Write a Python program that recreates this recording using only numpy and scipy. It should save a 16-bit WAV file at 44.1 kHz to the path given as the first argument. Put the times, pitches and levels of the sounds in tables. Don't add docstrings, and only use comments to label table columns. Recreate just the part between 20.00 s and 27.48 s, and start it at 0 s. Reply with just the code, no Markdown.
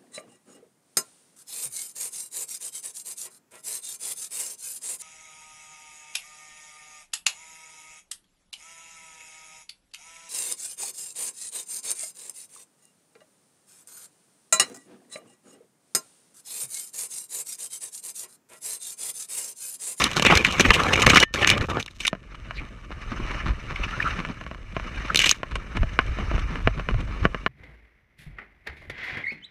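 import sys
import numpy as np
from scipy import signal
from scipy.io import wavfile
from scipy.ndimage import uniform_filter1d

SR = 44100
rng = np.random.default_rng(int(sys.argv[2]) if len(sys.argv) > 2 else 0)


def digitize_waveform(pressure):
    field = np.atleast_2d(pressure).T
    bounded = np.clip(field, -1, 1)
    quanta = np.round(bounded * 32767).astype(np.int16)
    wavfile.write(sys.argv[1], SR, quanta)


N = 329868

# start in seconds, end in seconds, scrape in dB, thud in dB, fizz in dB, chatter pitch in Hz.
TWIG_DRAGS = [(0.0, 0.067, -29, -33.5, -34.5, 1280), (0.056, 0.247, -35.5, -40.5, -48, 1290),
              (0.251, 0.293, -18.5, -29, -33, 2600), (0.298, 0.332, -19, -24, -32, 1200),
              (0.337, 0.378, -21.5, -28.5, -31, 2440), (0.382, 0.578, -30, -34, -41, 2470),
              (0.581, 0.762, -26.5, -30, -37.5, 2620), (0.764, 0.917, -27, -28, -40, 1270),
              (0.923, 1.051, -25.5, -27.5, -37.5, 2400), (1.063, 1.233, -22, -28.5, -29, 2400),
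              (1.339, 1.428, -30.5, -34.5, -40, 2450), (1.413, 1.551, -28, -34, -46, 2500),
              (1.548, 1.65, -36.5, -32.5, -54.5, 2020), (1.686, 1.798, -38.5, -34, -59, 1330),
              (2.001, 2.091, -43.5, -59, -46, 2460), (5.192, 5.327, -29.5, -56, -34.5, 2760)]
# frequency in Hz, density in dB per Hz.
BARK_TONE = [(59, -11), (100, 0), (343, -3.5), (502, -4.5), (662, -9.5), (910, -7), (1060, -3), (1520, 3.5),
             (2420, 5.5), (3620, -4), (4670, -12.5), (6420, -18), (7450, -21.5), (13500, -37), (16000, -54)]

REGISTERS = [
    signal.butter(3, [120, 800], "band", fs=SR, output="sos"),
    signal.butter(3, [800, 4500], "band", fs=SR, output="sos"),
    signal.butter(3, 4500, "high", fs=SR, output="sos"),
]
GAIT_CHANGE_S = 0.11


def gain_of(db):
    return 10 ** (np.asarray(db) / 20)


def evened(x):
    return x / np.sqrt(np.mean(x ** 2) + 1e-20)


def steadied(x, seconds):
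    size = max(int(seconds * SR), 2)
    power = uniform_filter1d(uniform_filter1d(x ** 2, size), size)
    return x / np.sqrt(abs(power) + 1e-12)


def add(mix, s, sound):
    part = mix[max(round(s * SR), 0):][:len(sound)]
    part += sound[:len(part)]


def drift(n, seconds):
    knots = np.arange(n) / (seconds * SR)
    return np.interp(knots, np.arange(4096), rng.standard_normal(4096))


def response(tone):
    # centre in Hz, width in Hz, lift in dB.
    housing = [(1200, 425, 7.5), (1740, 55, 5), (2314, 240, 4.5), (2900, 204, 5), (3340, 85, -7),
               (3680, 160, 1.5), (4690, 300, -7), (6210, 630, 3.5)]
    hz = np.fft.rfftfreq(4096, 1 / SR)
    f, db = np.transpose(tone)
    db = np.interp(np.log(hz + 1), np.log(f + 1), db)
    for centre, width, lift in housing:
        db = db + lift / (1 + (2 * (hz - centre) / width) ** 2)
    mirrored = np.r_[db, db[-2:0:-1]]
    log_gain = np.log(gain_of(np.maximum(mirrored, -100)))
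    return np.fft.ifft(np.exp(np.conj(signal.hilbert(log_gain)))).real


def coloured(x, taps):
    return signal.oaconvolve(x, taps)[:len(x)]


def resonate(x, hz, width):
    turn = np.exp(2j * np.pi * np.cumsum(hz * np.ones(len(x))) / SR)
    r = np.exp(-np.pi * width / SR)
    smooth = signal.lfilter([1 - r], [1, -r], x / turn + 1e-18)
    return 2 * (turn * smooth).real


def registers(x):
    return [signal.sosfilt(band, x) for band in REGISTERS]


def slips(n, per_s, spread_db):
    size = gain_of(spread_db * np.minimum(rng.exponential(1, n), 4))
    return size * rng.choice([-1, 1], n) * (rng.random(n) < per_s / SR)


def blow(sound, peak_db, thud_db, tick_db):
    thud, body, tick = registers(sound)
    weighted_body = gain_of(peak_db) * body / abs(body).max()
    return weighted_body + gain_of(thud_db) * evened(thud) + gain_of(tick_db) * evened(tick)


def patchy(x, depth_db, frames, bins):
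    z = signal.stft(x, nperseg=512, noverlap=384)[2]
    field = rng.standard_normal(z.shape)
    field = uniform_filter1d(field, max(int(frames), 1), 1)
    field = uniform_filter1d(field, max(int(bins), 1), 0)
    shifted = z * gain_of(depth_db * evened(field))
    return signal.istft(shifted, nperseg=512, noverlap=384)[1][:len(x)]


def contact(start, end):
    grab_s, slip_off_s = 0.0036, 0.006
    t = np.arange(N) / SR
    landing = np.clip((t - start) / grab_s + .5, 0, 1)
    return landing * np.exp(-np.clip((t - end) / slip_off_s, 0, 20))


def swells(rows, rise_s, fall_s):
    t = np.arange(N) / SR
    out = np.zeros(N)
    for s, db in rows:
        distance = np.maximum((s - t) / rise_s, (t - s) / fall_s)
        out += gain_of(db) * np.exp(-np.minimum(distance, 20))
    return out


def after(s, fade_s):
    return np.clip((np.arange(N) / SR - s) / fade_s + .5, 0, 1)


def motion(follow, trot_db):
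    # time in seconds, effort in dB.
    effort_curve = [(1.9, -21), (2.2, -15.5), (2.55, -4.5), (2.88, -7), (3.33, 10), (3.57, -1.5),
                    (3.75, 4.5), (4.08, 13), (4.33, -1), (4.64, -10.5), (4.82, 3), (5.2, 7.5), (5.43, -8),
                    (5.62, -1.5), (6.35, 6), (6.76, -2), (7.08, 1.5), (7.48, -5)]
    trot_s = 5.9
    effort = np.interp(np.arange(N) / SR, *np.transpose(effort_curve))
    return gain_of(follow * effort + trot_db * after(trot_s, GAIT_CHANGE_S))


def scraping(scrape_db=2.5, thud_db=3, fizz_db=3, clump_db=2.5, press_db=2.5, thin_db=26, thin_hz=1900):
    out, t = np.zeros(N), np.arange(N) / SR
    drive = slips(N, per_s=2400, spread_db=2.5) * gain_of(clump_db * drift(N, seconds=0.0054))
    rasp = patchy(coloured(drive, response(BARK_TONE)), depth_db=4, frames=8, bins=4)
    starts, *_, pitches = np.transpose(TWIG_DRAGS)
    chatter = pitches[np.maximum(np.searchsorted(starts, t) - 1, 0)]
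    wander = np.exp(0.21 * drift(N, seconds=0.015))
    twig = resonate(rasp, chatter * wander, 540)
    bark = evened(rasp) + .7 * evened(twig)
    thud, body, fizz = (steadied(x, seconds=.04) for x in registers(bark))
    high_pass = signal.butter(2, thin_hz, "high", fs=SR, output="sos")
    wiry = steadied(signal.sosfiltfilt(high_pass, body), seconds=.04)
    for start, end, scrape, low, high, _ in TWIG_DRAGS:
        thin = np.clip((scrape - low) / thin_db, 0, 1)
        wood = thin * wiry + (1 - thin) * body
        drag = gain_of(scrape + scrape_db) * wood
        drag += gain_of(low + thud_db) * thud + gain_of(high + fizz_db) * fizz
        out += contact(start, end) * drag
    return out * gain_of(press_db * drift(N, seconds=.02))


def leaves(leaf_db=0):
    # start in seconds, end in seconds, level in dB.
    sprays = [(0, 1.235, -43), (1.329, 1.533, -47), (1.53, 1.837, -53.5), (1.84, 1.95, -64),
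              (1.949, 2.097, -54), (5.33, 5.38, -50)]
    # frequency in Hz, density in dB per Hz.
    leaf_tone = [(300, -22), (1500, -5), (3600, 0), (6500, -5.5), (10000, -18.5), (15000, -24.5)]
    ticks = coloured(slips(N, per_s=600, spread_db=4), response(leaf_tone))
    envelope = sum(gain_of(db + leaf_db) * contact(start, end) for start, end, db in sprays)
    return envelope * evened(ticks)


def jostle(jolt_db=0, bump_db=-1, sway_db=-39, lurch_db=2.5, drag_db=-3):
    # time in seconds, level in dB before the trim.
    branch_bumps = [(0.37, -19.5), (0.7, -13), (1.074, -17), (1.136, -22), (1.524, -20.5), (1.614, -20.5),
                    (1.702, -26.5)]
    # time in seconds, level in dB.
    jolts = [(2.43, -39), (2.6, -30.5), (3.23, -26), (3.5, -18), (3.82, -25.5), (4.82, -35), (4.99, -29),
             (5.555, -24.5), (5.82, -16), (6.1, -22), (6.35, -20), (6.45, -24), (6.67, -18), (6.955, -16.5),
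             (7.24, -19.5)]
    # frequency in Hz, density in dB per Hz.
    bump_tone = [(8.8, -39), (15, -11), (92, 1.5), (180, -19.5), (230, -22.5), (400, -120)]
    stride_tone = [(8.8, -43.5), (15, -7.5), (43, 4), (124, -13.5), (160, -28.5), (210, -46), (350, -120)]
    bumps, strides = (steadied(coloured(rng.standard_normal(N), response(tone)), seconds=0.044)
                      for tone in (bump_tone, stride_tone))
    dragged = sum(gain_of(thud + drag_db) * contact(start, end) for start, end, _, thud, _, _ in TWIG_DRAGS)
    bumped = gain_of(bump_db) * swells(branch_bumps, rise_s=0.02, fall_s=0.0095)
    sway = gain_of(sway_db + lurch_db * drift(N, seconds=.07)) * motion(follow=0.43, trot_db=5.5)
    jolted = gain_of(jolt_db) * swells(jolts, rise_s=0.032, fall_s=0.03)
    return np.hypot(dragged, bumped) * bumps + np.hypot(sway, jolted) * strides


def fur(fur_db=-44, flicker_db=3.0):
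    # frequency in Hz, density in dB per Hz.
    fur_tone = [(290, -47), (500, -11.5), (855, -9.5), (1320, -5), (1840, -4.5), (2330, -4.5),
                (2980, -10.5), (3290, -19), (3650, -15), (4660, -18.5), (6230, -21.5), (7000, -36.5),
                (11500, -45), (14200, -61.5), (16000, -67)]
    hairs = slips(N, per_s=7900, spread_db=0.0) * gain_of(flicker_db * drift(N, seconds=0.015))
    hiss = patchy(coloured(hairs, response(fur_tone)), depth_db=2.2, frames=9, bins=4)
    return gain_of(fur_db) * motion(follow=0.92, trot_db=-0.36) * evened(hiss)


def harness(shift_db=-44, lump_db=4):
    # frequency in Hz, density in dB per Hz.
    strap_tone = [(59, -27.5), (100, 4.5), (178, 1.5), (456, -9), (652, -10.5), (836, -47), (900, -35),
                  (1170, -52.5), (1980, -120)]
    # middle in seconds, level in dB, pitch
    # in Hz, length in seconds.
    squeaks = [(2.591, -35, 2300, 0.029), (2.57, -46.5, 4100, 0.035), (3.762, -24.5, 2380, 0.0045),
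               (3.841, -26, 2610, 0.013), (3.938, -30, 1420, 0.023), (4.004, -19.5, 1710, 0.0075),
               (4.028, -24, 2400, .011), (4.068, -22.5, 1330, 0.035), (5.104, -18, 1354, 0.0092)]
    lumps = slips(N, per_s=460, spread_db=3.5) * gain_of(lump_db * drift(N, seconds=0.017))
    straps = steadied(coloured(lumps, response(strap_tone)), seconds=0.072)
    out = gain_of(shift_db) * motion(follow=0.62, trot_db=-0.2) * straps
    t = np.arange(-2048, 2048) / SR
    for s, db, hz, length in squeaks:
        squeak = resonate(rng.standard_normal(len(t)), hz, 0.13 * hz)
        squeak = steadied(resonate(squeak, hz, 0.34 * hz), seconds=0.0091)
        add(out, s + t[0], gain_of(db) * squeak * np.exp(-(2 * t / length) ** 2))
    return out


def gravel(crunch_db=-4, settle_s=0.0049, loose_db=-56):
    # frequency in Hz, density in dB per Hz.
    grit_tone = [(300, -20), (1500, 1.5), (3000, 7), (6000, -11), (9000, -14.5), (14000, -43.5)]
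    # time in seconds, peak of the fizz in dB before the trim.
    crunches = [(2.353, -40), (2.568, -38), (3.018, -40), (4.411, -42), (4.959, -38), (5.511, -38),
                (5.555, -22), (5.767, -27), (5.934, -38), (6.064, -36), (6.19, -36), (6.394, -34),
                (6.553, -40), (6.899, -40), (7.006, -31.5)]
    t, taps = np.arange(4096) / SR, response(grit_tone)
    loose = coloured(slips(N, per_s=150, spread_db=4), taps)
    out = gain_of(loose_db) * motion(follow=0.73, trot_db=-5.0) * evened(loose)
    for s, db in crunches:
        grains = slips(len(t), per_s=2000, spread_db=2) * np.exp(-t / settle_s)
        grit = coloured(grains, taps)
        add(out, s, gain_of(db + crunch_db) * grit / abs(registers(grit)[2]).max())
    return out


def lesser_snaps():
    per_s, spread_db, decay_ms = 18, 2, 3.8
    above_scrape_db, above_thud_db, above_fizz_db = 9.5, -6.5, 9
    rows = []
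    for start, end, scrape, thud, fizz, hz in TWIG_DRAGS:
        waits = np.cumsum(rng.exponential(1, size=12)) / per_s
        sizes, pitches = rng.standard_normal(size=(2, 12))
        for wait, size, pitch in zip(waits, sizes, pitches):
            if start + wait < end:
                db = spread_db * np.clip(size, -2, 1)
                rows.append((start + wait, scrape + above_scrape_db + db, hz * np.exp(.2 * pitch),
                             thud + above_thud_db + db, fizz + above_fizz_db + db, decay_ms))
    return rows


def snapping(snap_db=-1, thud_db=-5, crack_db=-5, ring=0.62, first_slip=2.44, lag_s=0.001476,
             rise_share=0.24, thinness=0.48):
    # time in seconds before
    # the lag, peak in dB, twig pitch in Hz, thud in dB, crack in dB, decay in ms.
    loud_snaps = [(0.018, -6, 985, -54, -26, 5.9), (0.039, -9, 3430, -33, -18, 2.2),
                  (0.113, -26, 2960, -52, -32, 1.8), (0.165, -5.5, 1470, -20, -22.5, 11),
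                  (0.195, -4.5, 3080, -24.5, -27, 2.6), (0.222, -9, 1200, -22.5, -20.5, 3.1),
                  (0.249, -2, 2000, -21, -26.5, 3.4), (0.265, -2, 2740, -19, -26, 4.6),
                  (0.298, -10, 1210, -21, -44, 4), (0.322, -4, 1080, -12.5, -32, 11),
                  (0.352, -10, 2420, -34, -20, 3.2), (0.372, -5, 1750, -41, -18, 3),
                  (0.446, 3, 2550, -40, -26, 4), (0.465, -11, 1740, -48, -30, 3.3),
                  (0.596, -2.5, 6200, -18, -22, 5.5), (0.606, -2.5, 2400, -19.5, -15.5, 5.1),
                  (0.649, -2, 2080, -22.5, -37, 5.9), (0.704, 6.5, 1820, -15.5, -29, 2.1),
                  (0.738, -5, 2700, -46, -19, 13), (0.932, -2, 2800, -22.5, -22.5, 4.9),
                  (0.955, -5, 2250, -27, -37, 2.8), (1.019, -4.5, 2900, -30, -19, 6.9),
                  (1.065, 5, 2020, -15, -17.5, 2.3), (1.074, -8, 1120, -16, -29, 3.1),
                  (1.1, 2, 2194, -19.5, -19.5, 4.1), (1.133, -4.5, 1340, -15, -30, 6.8),
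                  (1.158, 2, 1350, -14.5, -18, 7.2), (1.171, 1, 2100, -17.5, -18.5, 5),
                  (1.226, -2.5, 1990, -25, -26.5, 3.8), (1.234, -2, 2880, -29, -30, 1.3),
                  (1.338, -19, 2250, -38, -28, 1.2), (1.357, -12, 1740, -35, -36.5, 5.3),
                  (1.424, -7.5, 1760, -29, -44, 7.9), (1.445, 1, 1940, -38, -41, 0.96),
                  (1.473, -2, 2260, -28, -18, 10.5), (1.491, -2, 2400, -48, -24, 1.9),
                  (1.5, -0.5, 3000, -38, -14.5, 3), (1.511, -4.5, 2370, -27, -27, 11),
                  (1.578, -13.5, 1110, -50, -34.5, 2), (1.609, -15.5, 1460, -47, -43, 4.6),
                  (1.698, -16, 1190, -29.5, -35, 7.5), (1.768, -17, 1630, -23, -56, 2.4),
                  (1.798, -17.5, 2540, -38, -32, 8), (1.826, -31, 3850, -50, -35.5, 1),
                  (1.86, -26, 3660, -49, -40, 2.1), (1.878, -25.5, 2130, -56, -52, 3.2),
                  (1.909, -42, 3800, -63, -53, 3.6), (2.004, -20.5, 2710, -44.5, -32.5, 7.2),
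                  (2.05, -10.5, 2300, -45, -32, 4), (2.067, -16, 3700, -53, -25, 2.5),
                  (2.077, -7.5, 3680, -54, -20, 2), (5.145, -3.5, 2760, -31, -26.5, 2.3),
                  (5.157, -5.5, 3620, -32, -17, 2.1), (5.171, -27, 4100, -55, -20.5, 4.1),
                  (5.19, -23, 2800, -35.5, -17, 3.2), (5.199, -6, 2900, -50, -24, 7.7),
                  (5.216, -10, 2270, -46, -22, 6.5), (5.239, -1, 2900, -38, -26, 8.5),
                  (5.26, -6, 2780, -31, -19, 11.4), (5.292, -30, 2920, -41, -17, 2.3),
                  (5.311, -7, 6500, -48, -15.5, 2)]
    out, t, taps = np.zeros(N), np.arange(-256, 1792) / SR, response(BARK_TONE)
    for s, peak, hz, thud, crack, decay_ms in loud_snaps + lesser_snaps():
        decay = max(decay_ms, .5) / 1e3
        grip = np.exp(np.minimum(t / (rise_share * decay), -t / decay))
        skid = evened(slips(len(t), per_s=6500, spread_db=5.5)) * grip + first_slip * (t == 0)
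        click = coloured(skid, taps)
        thin = np.clip((peak - thud) / 40, 0, .9)
        click = click - thin * resonate(click, thinness * hz, 1000)
        overtone_hz = min(hz * rng.uniform(2.2, 3), SR / 3)
        tone = resonate(click, hz, 330) + resonate(click, overtone_hz, 330)
        snap = evened(click) + ring * evened(tone)
        add(out, s + lag_s + t[0], blow(snap, peak + snap_db, thud + thud_db, crack + crack_db))
    return out


def twanging():
    # time in seconds, strength in dB.
    twangs = [(1.236, -33.5), (2.054, -40)]
    # frequency in Hz, relative level in dB, time to fall by 60 dB in seconds.
    bending_modes = [(1803, 0, 0.31), (2980, -13, 0.24), (3600, -16, 0.1), (6379, -13, 0.069)]
    out, t = np.zeros(N), np.arange(SR // 3) / SR
    for s, strength_db in twangs:
        add(out, s, sum(gain_of(strength_db + db - 60 * t / t60) * np.sin(2 * np.pi * hz * t)
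                        for hz, db, t60 in bending_modes))
    return out


def sheen(sheen_db=-68, clear_s=1.6):
    # frequency in Hz, density in dB per Hz.
    sheen_tone = [(1000, -19), (3000, 3.5), (8500, 2), (12000, -9.5), (15000, -17)]
    sizzle = evened(coloured(rng.standard_normal(N), response(sheen_tone)))
    return gain_of(sheen_db) * after(clear_s, GAIT_CHANGE_S) * motion(follow=0.49, trot_db=0.5) * sizzle


def knocking(knock_db=0, thud_db=-3, favour_db=8, ring=0.32, rattle_s=0.006, rebound=0.37,
             rebound_s=0.00256, lag_s=0.00196):
    # time in seconds before the lag, peak in dB, strongest ring in Hz, thud in dB before the trim.
    knocks = [(2.128, -15, 1250, -31), (2.149, -26.5, 1570, -47), (2.507, -16, 1710, -53),
              (2.904, -30, 1260, -44), (3.117, -22, 1140, -44), (4.248, -14.5, 1640, -46),
              (4.41, -21, 1260, -51), (4.463, -21.5, 1100, -45), (4.511, -22, 1110, -42),
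              (4.545, -25.5, 1710, -60), (4.764, -13, 1140, -32.5), (4.796, -18, 1100, -46),
              (5.43, -12.5, 1480, -36.5), (5.555, -14, 1980, -40), (5.77, -12.5, 1300, -41),
              (5.83, -15, 1260, -32.5), (5.988, 1, 1510, -29), (6.185, -19, 1090, -37),
              (6.312, -18, 1080, -34.5), (6.341, -22.5, 1460, -40), (6.378, -18.5, 1130, -38),
              (6.555, -16, 1200, -44), (6.672, -0.5, 1430, -23), (6.795, -16.5, 1210, -40),
              (6.886, -9.5, 1080, -32), (6.941, -21.5, 1340, -41.5), (7.251, -1, 1550, -21.5),
              (7.344, -13.5, 1370, -36), (7.461, -3.5, 1210, -32)]
    # frequency in Hz, relative level in dB,
    # time to fall by 60 dB in seconds.
    mount_modes = [(201, -10.5, 0.049), (447, 0, 0.033), (660, -5, 0.047), (1080, 8.5, 0.047),
                   (1470, 8.5, 0.015), (1760, 8, 0.0091), (2400, -9, 0.0063), (2900, -6, 0.013),
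                   (3380, -29, 0.023), (3810, 0, 0.013), (5140, -12, 0.02), (5760, -22, 0.007),
                   (8330, -32, 0.0027)]
    # frequency in Hz, density in dB per Hz.
    clack_tone = [(60, 6), (190, 8.5), (370, -2.5), (660, 3), (880, -12), (1400, -5), (2950, -8.5),
                  (3400, -18.5), (5300, -29.5), (7000, -37.5), (15000, -84)]
    hard_ring_hz, hard_ring_db = 2900, 8.5
    full_tick_db, tick_growth = -52.5, .55
    rattle = 0.041
    out, t, clack = np.zeros(N), np.arange(4096) / SR, evened(response(clack_tone))
    for s, peak, main_hz, thud in knocks:
        modes = np.zeros(len(t))
        for hz, db, t60 in mount_modes:
            lift_db = favour_db * np.exp(-(np.log(hz / main_hz) / .2) ** 2)
            lift_db += hard_ring_db * gain_of(peak) ** 2 * np.exp(-(np.log(hz / hard_ring_hz) / .2) ** 2)
            mode_hz = hz * (1 + 0.019 * rng.standard_normal())
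            modes += gain_of(db + lift_db - 60 * t / t60) * np.sin(2 * np.pi * mode_hz * t)
        hits = rattle * rng.standard_normal(len(t)) * np.exp(-t / rattle_s)
        hits[0] += 1
        hits[int(rebound_s * rng.uniform(.7, 1.3) * SR)] += rebound
        knock = coloured(hits, clack + ring * evened(modes))
        add(out, s + lag_s, blow(knock, peak + knock_db, thud + thud_db, full_tick_db + tick_growth * peak))
    return out


def stepping(thump_db=-3, scuff_db=-5, grain_db=-17, lag_s=.008):
    # time in seconds before the lag,
    # thump in dB, scuff in dB, length in seconds.
    steps = [(2.34, -59, -35, 0.0093), (2.446, -39, -43, 0.011), (2.608, -36, -39.5, 0.026),
             (2.911, -34, -30, 0.01), (3.116, -27.5, -30.5, 0.018), (3.192, -24, -38, 0.0086),
             (3.344, -31.5, -44, 0.017), (3.462, -27, -24.5, 0.034), (3.699, -33, -28.5, 0.021),
             (4.186, -25.5, -24.5, 0.018), (4.288, -25, -34, 0.018), (5.51, -35, -31.5, 0.012),
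             (5.752, -27, -28, 0.023), (6.194, -27.5, -33, 0.029), (6.336, -29.5, -34, 0.04),
             (6.381, -46, -30, 0.019), (6.522, -33, -34, 0.1), (6.773, -26, -31.5, 0.023),
             (6.901, -26, -31.5, 0.012), (6.988, -31, -34, 0.033), (7.116, -38, -37.5, 0.08),
             (7.231, -26.5, -25.5, 0.021)]
    # frequency in Hz, density in dB per Hz.
    step_tone = [(60, -12), (160, 12.5), (300, 2.5), (600, -13), (1200, -3.5), (2400, -6), (4200, -21.5),
                 (6500, -40), (14000, -62)]
    out, t, taps = np.zeros(N), np.arange(-2048, 4096) / SR, response(step_tone)
    for s, thump, scuff, length in steps:
        sand = coloured(slips(len(t), per_s=930, spread_db=4.0), taps)
        low, body, fizz = (steadied(x, seconds=0.011) for x in registers(sand))
        weight = np.exp(-(np.where(t < 0, 2 * t, t) / length) ** 2)
        step = gain_of(thump + thump_db) * low
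        step += gain_of(scuff + scuff_db) * body + gain_of(scuff + grain_db) * fizz
        add(out, s + lag_s + t[0], weight * step)
    return out


def scene():
    bush = scraping() + leaves() + snapping() + twanging()
    dog = jostle() + fur() + harness() + gravel() + sheen() + knocking() + stepping()
    return (bush + dog)[None]


def record(dry):
    edge_hz = 15600
    limited = dry / (1 + dry ** 6) ** (1 / 6)
    low_pass = signal.firwin(255, edge_hz, window=("kaiser", 8), fs=SR)
    return signal.oaconvolve(limited, low_pass[None], "same")


dry = scene()
out = record(dry)
digitize_waveform(out)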